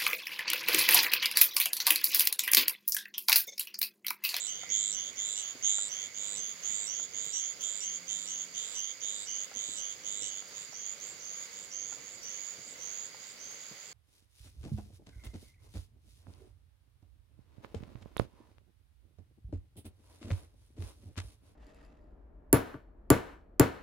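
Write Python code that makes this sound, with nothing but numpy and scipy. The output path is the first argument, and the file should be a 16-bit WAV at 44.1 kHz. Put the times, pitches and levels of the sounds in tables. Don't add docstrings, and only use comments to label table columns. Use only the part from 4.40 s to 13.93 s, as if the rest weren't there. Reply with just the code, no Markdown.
import sys
import numpy as np
from scipy import signal
from scipy.fft import rfft, irfft
from scipy.io import wavfile
from scipy.ndimage import uniform_filter1d

SR = 44100
rng = np.random.default_rng(int(sys.argv[2]) if len(sys.argv) > 2 else 0)


def materialize(psi):
    bounded = np.clip(np.atleast_2d(psi).T, -1, 1)
    quanta = np.round(bounded * 32767).astype(np.int16)
    wavfile.write(sys.argv[1], SR, quanta)


N = 420261
TIME = np.arange(N) / SR


def undb(db):
    return 10 ** (np.asarray(db) / 20)


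def unit(x):
    return x / np.sqrt(np.mean(x ** 2) + 1e-18)


def on_log_axis(rows, hz):
    points, values = np.transpose(rows)
    return np.interp(np.log(hz + 1), np.log(points), values)


def walk(rate):
    k = int(SR / rate)
    steps = np.repeat(rng.standard_normal(N // k + 1), k)
    return 1.43 * uniform_filter1d(uniform_filter1d(steps, k), k)[:N]


def pan(db):
    gains = undb(np.array([[.5], [-.5]]) * db)
    return gains / np.sqrt(np.mean(gains ** 2, axis=0))


def two_ears(shared, opposed, likeness):
    return shared * np.sqrt(1 + likeness) + opposed * np.sqrt(1 - likeness) * np.array([[1], [-1]])


def add(track, s, sound):
    i = int(s * SR)
    lo, hi = max(i, 0), min(i + sound.shape[-1], N)
    if hi > lo:
        track[..., lo:hi] += sound[..., lo - i:hi - i]


def burst(lo_hz, hi_hz, t, decay_s):
    band = signal.butter(2, [lo_hz, hi_hz], "band", fs=SR, output="sos")
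    return unit(signal.sosfilt(band, rng.standard_normal(len(t)))) * np.exp(-t / decay_s)


def swell(start, attack_s, hold_s, release_s):
    t = TIME - start
    return np.clip(t / attack_s, 0, 1) * np.exp(-np.maximum(t - attack_s - hold_s, 0) / release_s)


def foliage(x, leaves_db, leaves_t60, far_db, far_t60, shadow_db=0, lag_s=0):
    t = np.arange(SR // 4) / SR
    response = np.zeros((2, len(t)))
    response[0, int(lag_s * SR)], response[1, 0] = undb(shadow_db), 1
    for db, t60 in ((leaves_db, leaves_t60), (far_db, far_t60)):
        scatter = rng.standard_normal(response.shape) * np.exp(-np.log(1000) * t / t60)
        response += undb(db) * unit(scatter) / np.sqrt(len(t))
    response /= np.sqrt(np.sum(response ** 2, axis=1, keepdims=True))
    return signal.fftconvolve(x[None], response, axes=1)


# (f/Hz, level/dB per Hz)
HUSH_COLOUR = [(25, -13.5), (70, -4), (160, -1), (370, -2.5), (500, 3), (620, -1), (850, -6), (1500, -0.5),
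               (3300, -1), (5500, -5.5), (7500, -4.5), (8800, -16), (15500, -13.5)]
# (f/Hz, correlation from -1 to 1)
EAR_LIKENESS = [(50, 0.19), (250, 0.66), (550, 0.79), (1100, 0.51), (2200, -0.24), (4500, 0.43),
                (12000, -0.078)]


def hush(db=-53.0, low_flutter_db=1.9, high_flutter_db=1.05, treble_pan_db=-1.5):
    f = np.arange(N // 2 + 1) * SR / N
    shared, opposed = rfft(rng.standard_normal((2, N))) * undb(on_log_axis(HUSH_COLOUR, f))
    ears = two_ears(shared, opposed, np.clip(on_log_axis(EAR_LIKENESS, f), -1, 1))
    bass = 1 / (1 + (f / 600) ** 4)
    low = irfft(ears * bass, N) * undb(low_flutter_db * walk(14))
    high = irfft(ears * (1 - bass), N) * undb(high_flutter_db * walk(10)) * pan(treble_pan_db)
    return undb(db) * unit(low + high)


def far_trill(hz, width_hz, beat_hz, depth, pan_db, likeness):
    f = np.arange(N // 2 + 1) * SR / N
    band = irfft(rfft(rng.standard_normal((2, N))) / (1 + ((f - hz) / width_hz) ** 4), N)
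    ears = two_ears(band[0], band[1], likeness)
    beat = np.cos(2 * np.pi * np.cumsum(beat_hz * (1 + 0.0233 * walk(9))) / SR)
    flicker = undb(1.0 * walk(12))
    return unit(ears * np.exp(depth * beat) * flicker) * pan(pan_db)


# (start t/s, peak level/dB of the swell alone)
LOW_TRILL_SWELLS = [(.2, -52), (.7, -60.5), (1.15, -60), (1.55, -59.5), (2.27, -58.5), (2.84, -62),
                    (5.02, -64)]


def chorus(steady_db=-61, attack_s=0.027, hold_s=0.07, release_s=0.19):
    swells = sum(undb(db) * swell(s, attack_s, hold_s, release_s) for s, db in LOW_TRILL_SWELLS)
    low = far_trill(hz=2137, width_hz=225, beat_hz=148.8, depth=0.29, pan_db=-7.0, likeness=0.55)
    low = low * np.hypot(undb(steady_db), swells)
    middle = far_trill(hz=4748, width_hz=355, beat_hz=30.7, depth=0.26, pan_db=-5.5, likeness=0) * undb(-57.5)
    kin = far_trill(hz=6770, width_hz=430, beat_hz=107, depth=0.3, pan_db=-14, likeness=0) * undb(-52.5)
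    high = far_trill(hz=9970, width_hz=130, beat_hz=87, depth=0.5, pan_db=-29, likeness=0) * undb(-75.5)
    return low + middle + kin + high


def stroke(hz, length_s, sag):
    u = np.linspace(0, 1, int(length_s * SR))
    phase = 2 * np.pi * hz * length_s * (u + sag * (u - u ** 2))
    shapes = np.sin(np.pi * u ** .9) ** np.array([[5], [2], [4]])
    partials = shapes * np.sin(np.outer([1, 2, 3], phase))
    return partials / np.sqrt(np.sum(partials ** 2, axis=1, keepdims=True))


SLACK_S, SLACK_DROP, ONSET_DB = 0.016, 0.069, -15
ACCENT_SHARE, RELEASE_SHARE, RELEASE_DB = 0.48, 0.088, 7.5
USUAL_CHIRP_S, CLIMB_SPREAD = 0.22, 0.55


def chirp(seconds, level_db, accent_db, wing_hz, climb_hz_per_s, beat_hz, early_s, late_s, sag,
          back_lag, back_db=-5.5, pitch_scatter=0.0091):
    count = int(1.04 * seconds * beat_hz) + 1
    out = np.zeros((3, int(seconds * SR) + SR // 10))
    climb = climb_hz_per_s * (USUAL_CHIRP_S / seconds) ** CLIMB_SPREAD
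    for k, chance in enumerate(rng.standard_normal((count, 6))):
        s = k / beat_hz
        u = s / seconds
        slack = np.exp(-s / SLACK_S)
        hz = wing_hz * (1 - SLACK_DROP * slack) + climb * s
        accent = accent_db * np.exp(-(u / ACCENT_SHARE) ** 2)
        release = max(u - 1 + RELEASE_SHARE, 0) / RELEASE_SHARE
        db = level_db + ONSET_DB * slack + accent - RELEASE_DB * release
        length = np.interp(u, [.2, .5], [early_s, late_s]) * np.exp(.12 * chance[0])
        main = (s + .00006 * chance[1], hz * (1 + pitch_scatter * chance[2]), db + chance[3])
        back_s = s + (back_lag + .2 * u + .04 * chance[4]) / beat_hz
        back = (back_s, hz, db + back_db - 7 * u + 2 * chance[5])
        for at, pitch, size_db in (main, back):
            sound = stroke(pitch, length, sag)
            i = max(int(at * SR), 0)
            out[:, i:i + sound.shape[1]] += undb(size_db) * sound * np.sqrt(SR / beat_hz)
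    return out


# (t/s, fundamental level/dB, third partial level/dB)
CALL_COLOUR = [(0, -4.5, -29), (2.4, -9.5, -21.5), (3.3, -9.5, -17), (5.9, -6.5, -17.5), (6.4, -15.5, -39)]
BEAM_DB, BEAM_SHARE = -44.5, 0.63


def caller(chirps, beat_hz, leaves_db, overtone_db, pan_db, gain_db, **wings):
    out = np.zeros((2, N))
    times, *colours = np.transpose(CALL_COLOUR)
    for start, seconds, level_db, accent_db in chirps:
        beat = beat_hz * (1 + .003 * rng.standard_normal())
        first, octave, third = chirp(seconds, level_db, accent_db, beat_hz=beat, **wings)
        first_db, third_db = (np.interp(start, times, c) for c in colours)
        first_db -= BEAM_SHARE * max(level_db - BEAM_DB, 0)
        upper = octave + undb(third_db + overtone_db) * third
        song = foliage(upper, leaves_db, .03, -12, .25, shadow_db=-6, lag_s=.00012)
        fundamental = foliage(first, leaves_db - 2, .03, -9, .3, lag_s=.00012)
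        add(out, start, song * pan(pan_db) + undb(first_db) * fundamental * pan(-4.5))
    return undb(gain_db) * out


# (start t/s, length t/s, held level/dB, opening accent level/dB)
HIGHER_CHIRPS = [(-.18, .27, -38.5, 4), (.291, 0.25, -35, 6), (.76, .26, -39, 4), (1.225, 0.26, -36, 9),
                 (1.735, 0.26, -39.5, 0.5), (2.225, 0.26, -38, 4), (2.725, 0.28, -42, 3.5),
                 (3.198, 0.26, -45.5, 10), (3.67, 0.26, -45.5, 10), (4.138, .24, -44.5, 8.5),
                 (4.605, 0.25, -41.5, 6), (5.14, 0.26, -42, 2.5), (5.635, 0.26, -41.5, 2),
                 (6.13, 0.13, -50, 5.5), (6.6, 0.13, -48.5, 8), (7.11, 0.15, -49.5, 5),
                 (7.63, 0.14, -52.5, 2), (8.17, 0.17, -50.5, -2), (8.78, 0.15, -54, 0),
                 (9.36, 0.16, -57.5, 4)]


def higher_caller():
    return caller(HIGHER_CHIRPS, beat_hz=101.8, leaves_db=-4.5, overtone_db=-13, pan_db=-11.5, gain_db=2.0,
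                  wing_hz=3282, climb_hz_per_s=1690, early_s=0.0039, late_s=0.0033, sag=0.12, back_lag=.42)


# (start t/s, length t/s, held level/dB, opening accent level/dB)
LOWER_CHIRPS = [(.06, 0.2, -46, 8), (.515, 0.19, -38.5, 2), (.955, 0.17, -39.5, 1.5),
                (1.485, 0.19, -39.5, 1), (1.95, .18, -38.5, 0), (2.465, .19, -34.5, 0.5),
                (2.925, 0.2, -37, 4.5), (3.405, .17, -36.5, 2), (3.865, 0.18, -36.5, 1.5),
                (4.34, 0.19, -38.5, 2), (4.86, 0.19, -37.5, 1.5), (5.36, .18, -41, 0.5),
                (5.81, 0.206, -42, 2), (6.32, 0.22, -40.5, -1.5), (6.79, .27, -43, -1.5),
                (7.304, .26, -41, 1.5), (7.82, 0.32, -46.5, 5), (8.38, 0.3, -43.5, 0),
                (8.98, .33, -51, 6.5)]


def lower_caller():
    return caller(LOWER_CHIRPS, beat_hz=98.5, leaves_db=-1, overtone_db=-20, pan_db=-11.0, gain_db=0.5,
                  wing_hz=3036, climb_hz_per_s=1680, early_s=.0056, late_s=0.0047, sag=0.099, back_lag=0.33)


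# (t/s, peak level/dB)
SOLE_SLAPS = [(0.233, -40), (1.385, -40), (2.596, -43), (5.115, -46), (6.023, -48), (6.329, -46),
              (7.524, -42.5), (8.745, -46.5)]
# (f/Hz, level/dB, time to fall by 60 dB t/s)
SOLE_RING = [(808, 3, 0.037), (960, -5, 0.026), (1365, 3.5, 0.041), (1990, -13, 0.043)]


def sole_slaps(gain_db=3.0, crack_db=2):
    out, t = np.zeros(N), np.arange(SR // 8) / SR
    for s, db in SOLE_SLAPS:
        slap = undb(crack_db) * burst(650, 1900, t, .005)
        for hz, ring_db, t60 in SOLE_RING:
            pitch = hz * (1 + 0.057 * rng.standard_normal())
            slap += undb(ring_db) * np.sin(2 * np.pi * pitch * t) * np.exp(-np.log(1000) * t / t60)
        add(out, s, slap * undb(db + gain_db) / np.max(abs(slap)))
    return out


# (start t/s, hold t/s, level/dB)
DRONE_SWELLS = [(0.253, 0.25, -68), (1.74, 0.91, -70.5), (3.44, 0.62, -66)]
# (multiple of the base pitch, level/dB)
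DRONE_TONES = [(2, -3), (3, -7), (4, -10.5)]


def drone(hz=87.3, attack_s=0.037, release_s=0.18):
    phase = 2 * np.pi * np.cumsum(hz * (1 + .005 * walk(2))) / SR
    gain = sum(undb(db) * swell(s, attack_s, hold_s, release_s) for s, hold_s, db in DRONE_SWELLS)
    tone = sum(undb(db + walk(3.5)) * np.sin(k * phase) for k, db in DRONE_TONES)
    return gain * unit(tone)


# (t/s, peak level/dB, f/Hz)
EARTH_THUDS = [(0.698, -54, 268), (1.149, -49.5, 249), (1.666, -53, 338), (2.294, -50, 185),
               (2.866, -51, 161), (5.157, -50, 242), (5.282, -50, 145), (5.817, -45, 300),
               (6.289, -51.5, 140), (8.184, -51, 161), (9.311, -46.5, 163)]


def earth_thuds(gain_db=2, decay_s=0.0053):
    out, t = np.zeros(N), np.arange(SR // 8) / SR
    for s, db, hz in EARTH_THUDS:
        tone = np.sin(2 * np.pi * hz * t) * np.exp(-t / decay_s)
        thud = t * (tone + burst(90, 400, t, decay_s))
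        add(out, s, thud * undb(db + gain_db) / np.max(abs(thud)))
    return out


def footsteps():
    steps = sole_slaps() + earth_thuds()
    return foliage(steps, leaves_db=-5, leaves_t60=0.014, far_db=-9.5, far_t60=0.2)[:, :N]


# (t/s, level/dB)
GRIT_CRUNCHES = [(0.8819, -50), (2.077, -50), (2.8419, -45), (3.207, -44.5), (4.3869, -49), (5.0499, -52),
                 (6.0806, -50), (6.6598, -50), (7.2424, -51), (7.8247, -50), (9.1058, -49)]


def grit(gain_db=-2, rise_s=0.0029, crunch_s=0.019):
    out, t = np.zeros((2, N)), np.arange(SR // 8) / SR
    shape = (1 - np.exp(-t / rise_s)) * np.exp(-t / crunch_s)
    for s, db in GRIT_CRUNCHES:
        grains = unit(rng.standard_normal((2, len(t))) * rng.exponential(size=len(t)))
        add(out, s, grains * shape * undb(db + gain_db))
    return out


def scene():
    night = hush() + chorus()
    callers = higher_caller() + lower_caller()
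    return night + callers + footsteps() + drone() + grit()


def record(dry):
    return signal.sosfilt(signal.ellip(10, .2, 70, 15800, fs=SR, output="sos"), dry)


dry = scene()
out = record(dry)
materialize(out)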